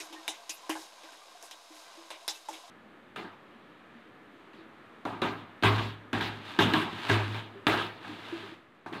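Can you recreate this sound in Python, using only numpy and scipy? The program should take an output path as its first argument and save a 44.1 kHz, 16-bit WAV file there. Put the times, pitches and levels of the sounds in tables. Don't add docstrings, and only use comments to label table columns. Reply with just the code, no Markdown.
import sys
import numpy as np
from scipy import signal
from scipy.fft import rfft, irfft
from scipy.io import wavfile
from scipy.ndimage import uniform_filter1d

SR = 44100
rng = np.random.default_rng(int(sys.argv[2]) if len(sys.argv) > 2 else 0)


def wrap_up_sound(samples):
    columns = np.atleast_2d(samples).T
    tamed = np.clip(columns, -1, 1)
    steps = np.round(tamed * 32767).astype(np.int16)
    wavfile.write(sys.argv[1], SR, steps)


def voltage_ratio(level):
    return 10 ** (np.asarray(level, float) / 20)


N = 396893
TIME = np.arange(N) / SR

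# [t/s, peak level/dB, cavity level/dB, wall level/dB, clink level/dB]
BOTTLE_KNOCKS = [(0.0014, -34, -18.5, -7.5, 0), (0.1266, -35, -11, -5.5, -12.5),
                 (0.2794, -25, -35, -10, -7), (0.494, -32.5, -23, -15, 2.2),
                 (0.6936, -25.5, -5, -4.5, -5.5), (0.7528, -36.5, -18, 2.5, -11),
                 (1.035, -41, -21, -10, -9.5), (1.1217, -41.5, -21, -9, -11.5), (1.4267, -44, -19, -3, 5),
                 (1.5114, -37, -32, -15, -5.5), (2.1044, -31, -25, -9, -14), (2.2794, -24, -32, -15, -3),
                 (2.486, -35.5, -14.5, -1, -4.5), (2.5294, -36, -17, -23, -7)]
# [f/Hz, level/dB]
KNOCK_COLOUR = [(35, -80), (60, -20), (229, -32.5), (311, -4), (402, -15), (795, -7.5), (1500, -20),
                (3750, -18), (4420, -23.5), (5330, -18), (11600, -24.5), (15300, -40), (16500, -82)]
# [f/Hz, level/dB]
PICKLE_COLOUR = [(35, -91), (60, -31), (246, -17.5), (318, -20), (432, -9.5), (707, -4.5), (1210, -8),
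                 (1330, -11), (1570, -10.5), (1730, -15), (1990, -12), (3840, -12), (11300, -23),
                 (15300, -37), (16500, -55)]
# [f/Hz, width/Hz, level over the broad colour/dB]
BOTTLE_MODES = [(681, 29, -3), (1041, 120, -1), (1586, 42, 0), (2880, 200, -26), (3790, 67, -6.5),
                (4950, 270, -9.5), (6350, 220, -11.5)]
# [f/Hz, width/Hz, level/dB]
NECK_BANDS = [(3810, 230, -4.5), (5150, 190, -3.5), (6570, 300, -3.5)]
# [middle t/s, length/s, rustle level/dB, cavity and hiss level against the rustle/dB]
PICKLE_SLIDES = [
    (.02, 0.29, -52, -5, -8),
    (.3, 0.34, -52, -23, -13),
    (.66, 0.13, -54, -18, -11),
    (.79, 0.17, -55, -18, 7.5),
    (1.43, .1, -58, -15, 2),
    (1.77, 0.2, -54.5, 1.5, -0.5),
    (1.93, 0.38, -52, -13, -14),
    (2.35, 0.091, -51.5, -25, 0),
    (2.55, 0.2, -52, -12, -4),
    (2.67, 0.25, -53.5, -11, -21),
]
# [rustle level/dB, cavity level/dB, hiss level/dB]
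SETTLING_DB = (-52.5, -69, -58.5)


def bottle():
    hits = np.array(BOTTLE_KNOCKS)
    _, db, cavity_db, wall_db, clink_db = hits.T
    slap_db = -6 - 0.42 * cavity_db
    parts = [(280, db + wall_db - 12), (1500, db + wall_db), (4700, db), (SR, db + clink_db)]
    burst = struck(hits, parts, slap_db, share=0.42, wet_db=-4.5, slap_t60=0.0084, gap_t60=0.037,
                   rise_t60=0.0015, patchy_db=5.8)
    knocks = through(burst, colour(KNOCK_COLOUR, BOTTLE_MODES)) * voltage_ratio(3.5)
    cavity = through(strikes(hits, db + cavity_db), ring(318, 0.22, 0.00062))
    knocks = knocks + band(cavity, 233, 460) * voltage_ratio(5)

    settling = voltage_ratio(2 * np.array(SETTLING_DB))[:, None]
    rustle, hollow, hiss = np.sqrt(swells(PICKLE_SLIDES) + settling)
    neck = colour(PICKLE_COLOUR, BOTTLE_MODES + NECK_BANDS)
    wet = through(grains(1500, 2.8), neck)
    fizz = through(grains(1500, 2.8), neck)
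    rustling = unit(band(wet, 120, 5100)) * rustle * flicker(11.0, 1.34)
    fizzing = unit(band(fizz, 4300, 19000)) * hiss
    humming = unit(band(grains(60, 3.9), 313, 330)) * hollow * voltage_ratio(-4)
    switch_s = 2.7
    return (knocks + rustling + fizzing + humming) * (TIME < switch_s)


# [t/s, peak level/dB, boom level/dB, shell level/dB, edge level/dB]
BASIN_BLOWS = [(3.16, -28.5, -33.5, -9.5, -10), (3.319, -52, -29, -12, -12), (4.533, -46, -26, -9, -6),
               (5.052, -22.5, -24, -13, -19), (5.218, -18, -26.5, -8, -11.5), (5.625, -24, -19, 3, -3),
               (5.635, -13.5, -11, -10, -8), (5.782, -28, -11, -1.5, -3.5), (6.13, -20, -19, -6.5, -8),
               (6.209, -25.5, -13.5, -9, 0.5), (6.589, -13.5, -19, -3, -5), (6.736, -16.5, -26, -21, -7),
               (7.091, -18, -14, -3.5, -9), (7.098, -18, -8, -15, -7), (7.345, -30, -27, -7, -4.5),
               (7.668, -11.5, -26.5, -10, -8), (7.775, -30, -40, -13, 2.5), (8.048, -38, -16, -17, -17),
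               (8.861, -30.5, -26.5, -9.5, -21), (8.926, -33, -30, 1.5, -4.5)]
# [f/Hz, level/dB]
BLOW_COLOUR = [(24, -74), (40, -16), (70, -17), (97, -4.5), (164, 3), (308, -1.5), (509, -10.5),
               (886, -8.5), (1470, -13.5), (1580, -11), (1840, -12.5), (3720, -12), (5570, -31),
               (14900, -44.5), (16500, -48)]
# [f/Hz, width/Hz, level over the broad colour/dB]
BASIN_MODES = [(234, 12, -2.5), (287, 43, -0.5), (337.6, 21, 2), (408, 44, 0.5), (640, 41, -5),
               (937, 76, -4.5), (1266, 112, -2.5), (1590, 126, -2.5), (2780, 130, -8), (3930, 170, -19)]
# [middle t/s, length/s, scrape level/dB, shell and boom level against the scrape/dB]
SPOON_STROKES = [(5.13, .2, -52.5, 9, -9), (5.32, 0.34, -63, 13.5, -1), (5.78, 0.28, -35, -8.5, -4),
                 (6.3, 0.33, -46.5, 2, -8), (6.52, 0.35, -40.5, -23, -14), (6.76, 0.29, -35, 5, -8),
                 (6.92, 0.23, -42.5, -1.5, -1.5), (7.08, 0.39, -33.5, -33, -22),
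                 (7.29, 0.25, -37, -13, -1.5), (7.8, 0.16, -37, -12, -25), (8.1, 0.28, -42, -8, -22),
                 (8.3, 0.42, -41, -18, -18.5), (8.47, 0.25, -46, -7.5, -15)]


def basin():
    hits, shell = np.array(BASIN_BLOWS), colour(BLOW_COLOUR, BASIN_MODES)
    _, db, boom_db, shell_db, edge_db = hits.T
    slap_db = -2.5 - 0.28 * shell_db
    parts = [(480, db + shell_db - 2), (2000, db), (4700, db + edge_db + 5), (SR, db + edge_db / 2 + 2)]
    burst = struck(hits, parts, slap_db, share=0.97, wet_db=-4.5, slap_t60=0.029, gap_t60=0.12,
                   rise_t60=0.0041, patchy_db=3.5)
    blows = through(burst, shell) * voltage_ratio(4)
    boom = ring(106.23, 0.73, 0.02)
    thud = ring(61.5, 0.52, 0.039)
    blows = blows + through(strikes(hits, db + boom_db), boom) * voltage_ratio(4.5)
    blows = blows + through(strikes(hits, db + boom_db - 13.5), thud)

    scrape, hollow, low = np.sqrt(swells(SPOON_STROKES))
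    slip = through(grains(900, 4.8), shell)
    scraping = unit(band(slip, 710, 15000)) * scrape * flicker(20, 1.1)
    shaking = unit(band(slip, 117.3, 370)) * hollow
    booming = unit(through(rng.standard_normal(N), boom)) * low * voltage_ratio(4)
    return blows + scraping - shaking + booming


# [f/Hz, ring/s, hits of [t/s, peak level/dB]]
CLINK_MODES = [
    (3780, 0.13, [(.279, -27.5), (.696, -48), (1.511, -44), (2.105, -41), (2.28, -25.5)]),
    (5250, .1, [(.494, -40), (.815, -47), (1.511, -47), (2.28, -27.5)]),
    (3010, 0.13, [(.283, -35.5), (.699, -30.5)]),
    (2640, 0.17, [(.499, -35), (2.105, -46), (5.219, -35), (6.6, -26), (7.669, -30)]),
    (890, 0.044, [(.279, -28), (.755, -30), (2.105, -39), (2.495, -43)]),
    (560, 0.16, [(2.487, -41), (5.054, -32), (5.219, -25.5)]),
    (1615, 0.073, [(.755, -34.5), (3.161, -35), (5.219, -22), (5.781, -31), (6.59, -17), (6.737, -16.5), (7.095, -18), (8.045, -38), (8.862, -35)]),
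    (1308, 0.049, [(5.054, -26.5), (5.219, -25), (7.669, -22)]),
    (1072, 0.54, [(5.645, -20.5), (6.75, -25)]),
    (3690, .06, [(5.054, -46), (5.219, -26.5), (6.211, -28), (6.737, -31), (6.59, -19), (7.669, -19)]),
]


def clinks():
    hits = [(s, db, hz, t60) for hz, t60, woken in CLINK_MODES for s, db in woken]
    count, spread = 6, 0.075
    detune = np.linspace(-1, 1, count) + rng.uniform(-0.196, 0.198, (len(hits), count))
    detune = 1 + spread * detune
    lag_s = rng.uniform(0, 0.00299, detune.shape)
    cluster = []
    for (s, db, hz, t60), ratios, lags in zip(hits, detune, lag_s):
        cluster += [(s + lag, db - 9.5, hz * ratio, t60) for ratio, lag in zip(ratios, lags)]
    return soft_rings(cluster, 0.00042)


# [t/s, peak level/dB, f/Hz, ring/s]
BODY_BUMPS = [(0.103, -46.5, 323, 0.25), (0.181, -48, 324, 0.18), (1.039, -53, 328, 0.13),
              (1.704, -46.5, 319, 0.22), (1.974, -47, 333, 0.33), (2.861, -52, 213, 0.17),
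              (3.551, -47, 223, 0.14), (3.95, -45, 231, 0.18), (4.586, -44, 326, 0.27),
              (5.218, -22.5, 360, 0.039), (5.64, -20.5, 400, 0.15), (6.587, -17.5, 320, 0.068),
              (6.735, -16, 313.7, 0.15), (7.552, -42, 396, 0.34), (7.668, -20.5, 304, 0.07),
              (8.089, -34.5, 305, 0.18), (8.324, -27, 336, 0.18), (8.427, -40.5, 393, 0.17),
              (8.521, -38, 336, 0.058), (8.92, -31, 333, 0.1)]


def bumps():
    return soft_rings(BODY_BUMPS, 0.0037)


# [t/s, peak level/dB, f/Hz, ring/s]
WET_POPS = [
    (0.159, -46, 1845, 0.15),
    (0.384, -49, 694, 0.12),
    (0.629, -48, 1025, 0.5),
    (1.084, -48, 1550, 0.067),
    (1.213, -48, 1190, 0.063),
    (1.348, -44, 713, 0.095),
    (1.398, -52, 700, 0.08),
    (2.219, -49, 690, 0.073),
    (2.35, -45, 2650, 0.08),
    (2.637, -47.5, 697, 0.1),
]


def pops():
    return soft_rings(WET_POPS, 0.005)


# [t/s, level/dB]
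ROOM_TONE = [
    (2.7, -52),
    (4, -51.5),
    (5, -50.5),
    (6.05, -50),
    (8.5, -48),
    (8.65, -55),
    (9, -60.5),
]
# [f/Hz, level/dB]
ROOM_COLOUR = [(35, -74), (60, -12), (94, -10.5), (229, -4.5), (333, -4.5), (474, -7.5), (959, -11),
               (1270, -8), (1570, -12), (1730, -11), (1900, -12.5), (3660, -22), (5330, -38),
               (14600, -46.5), (16500, -68)]


def kitchen():
    edges = 80 * 2 ** np.arange(9.)
    air = np.zeros(N)
    for lo, hi in zip(edges, edges[1:]):
        air += band(rng.standard_normal(N), lo, hi) * flicker(12, 0.8)
    room_modes = [(225, 24, -4.5), (316, 22, -1.5), (1250, 93, -11), (1720, 53, -5)]
    tone = through(air, colour(ROOM_COLOUR, room_modes))
    s, db = np.transpose(ROOM_TONE)
    return unit(tone) * voltage_ratio(np.interp(TIME, s, db, left=-200, right=-200))


# [f/Hz, decay/s]
ROOM_T60_S = [(100, 0.55), (300, 0.56), (1000, 0.61), (3000, 0.5), (8000, 0.41), (15000, 0.51)]


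def struck(table, parts, slap_db, share, wet_db, slap_t60, gap_t60, rise_t60, patchy_db):
    out = np.zeros(N)
    span = slice(int(table[0, 0] * SR), int((table[-1, 0] + 1) * SR))
    for hz in 50 * 2 ** np.arange(0, 9., 0.5):
        db = sum(next(db for top, db in parts if f < top) for f in (hz / 1.3, hz * 1.3)) / 2
        power = strikes(table, 2 * db)[span]
        slap = strikes(table, 2 * (db + slap_db))[span]
        echoes = fading(power, share * over_hz(ROOM_T60_S, hz)) - fading(power, gap_t60)
        sharp = (hz / 1000) ** 0.19
        direct = sharp * (fading(slap, slap_t60 / sharp) - fading(slap, rise_t60 / sharp))
        width = 2 ** 0.25
        air = band(rng.standard_normal(len(power)), hz / width, hz * width)
        clumps = flicker(40, patchy_db)[span] ** 2
        out[span] += air * np.sqrt(np.maximum(direct + clumps * echoes * voltage_ratio(2 * wet_db), 0))
    return out


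def strikes(table, db):
    out = np.zeros(N)
    out[(table[:, 0] * SR).astype(int)] = voltage_ratio(db)
    return out


def fading(x, t60):
    return signal.lfilter([1], [1, -10 ** (-6 / (t60 * SR))], x)


def swells(table):
    power = np.zeros((3, N))
    shape, linger_t60 = 1.5, 0.22
    for s, length, db, *against_db in table:
        bell = np.cos(np.pi * np.clip((TIME - s) / length, -0.5, 0.5)).clip(0) ** (2 * shape)
        power += voltage_ratio(2 * (db + np.array([0, *against_db])))[:, None] * bell
    return fading(power, linger_t60) * 6 * np.log(10) / (linger_t60 * SR)


def ring(hz, t60, rise):
    t = TIME[:int(min(t60, 1) * SR)]
    h = np.sin(2 * np.pi * hz * t) * voltage_ratio(-60 * t / t60) * (1 - np.exp(-t / rise))
    return h / h.max()


def soft_rings(table, rise):
    out = np.zeros(N + SR)
    for s, db, hz, t60 in table:
        note = ring(hz, max(t60, 0.02), rise) * voltage_ratio(db)
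        start = int(s * SR)
        out[start:start + len(note)] += note
    return out[:N]


def grains(rate, spread_db):
    size = voltage_ratio(spread_db * np.minimum(rng.exponential(size=N), 3))
    hits = (rng.random(N) < rate / SR) * rng.standard_normal(N) * size
    return unit(unit(hits) + 1.7 * rng.standard_normal(N))


def flicker(rate, db):
    k = int(SR / rate)
    steps = np.repeat(rng.standard_normal(N // 100), k)[:N]
    return voltage_ratio(db * uniform_filter1d(uniform_filter1d(steps, k), k))


def colour(spectrum, modes=(), size=4096):
    hz = np.arange(size // 2 + 1) * SR / size
    lift = 1 + sum(voltage_ratio(2 * db) * 4 / (1 + (2 * (hz - f) / w) ** 2) for f, w, db in modes)
    cep = irfft(np.log(voltage_ratio(over_hz(spectrum, hz)) * np.sqrt(lift)))
    cep[1:size // 2] *= 2
    cep[size // 2 + 1:] = 0
    h = irfft(np.exp(rfft(cep)))
    return h / np.sqrt(np.sum(h ** 2))


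def over_hz(table, hz):
    table = np.array(table, float)
    return np.interp(np.log(np.maximum(hz, 1)), np.log(table[:, 0]), table[:, 1])


def through(x, h):
    return signal.oaconvolve(x, h)[:N]


def band(x, lo_hz, hi_hz):
    sos = signal.butter(2, [lo_hz, min(hi_hz, 0.45 * SR)], "bandpass", fs=SR, output="sos")
    return signal.sosfilt(sos, x)


def unit(x):
    return x / np.sqrt(np.mean(x ** 2))


def scene():
    return (bottle() + basin() + kitchen() + bumps() + pops() + clinks())[None]


def low_pass(x):
    return signal.sosfilt(signal.butter(12, 16610, fs=SR, output="sos"), x)


def record(dry):
    window_s, threshold_db, knee_db, depth_db = 0.0087, -57, -0.5, 4.5
    level_db = 10 * np.log10(uniform_filter1d(dry ** 2, int(window_s * SR), axis=1) + 1e-12)
    held = 1 / (1.5 + np.exp((level_db - threshold_db) / knee_db))
    levelled = dry * voltage_ratio(-depth_db * held)
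    cut = signal.ellip(8, 0.2, 60, 16300, fs=SR, output="sos")
    mix = signal.sosfilt(cut, levelled) - 2e-4
    return low_pass(mix)


dry = scene()
out = record(dry)
wrap_up_sound(out)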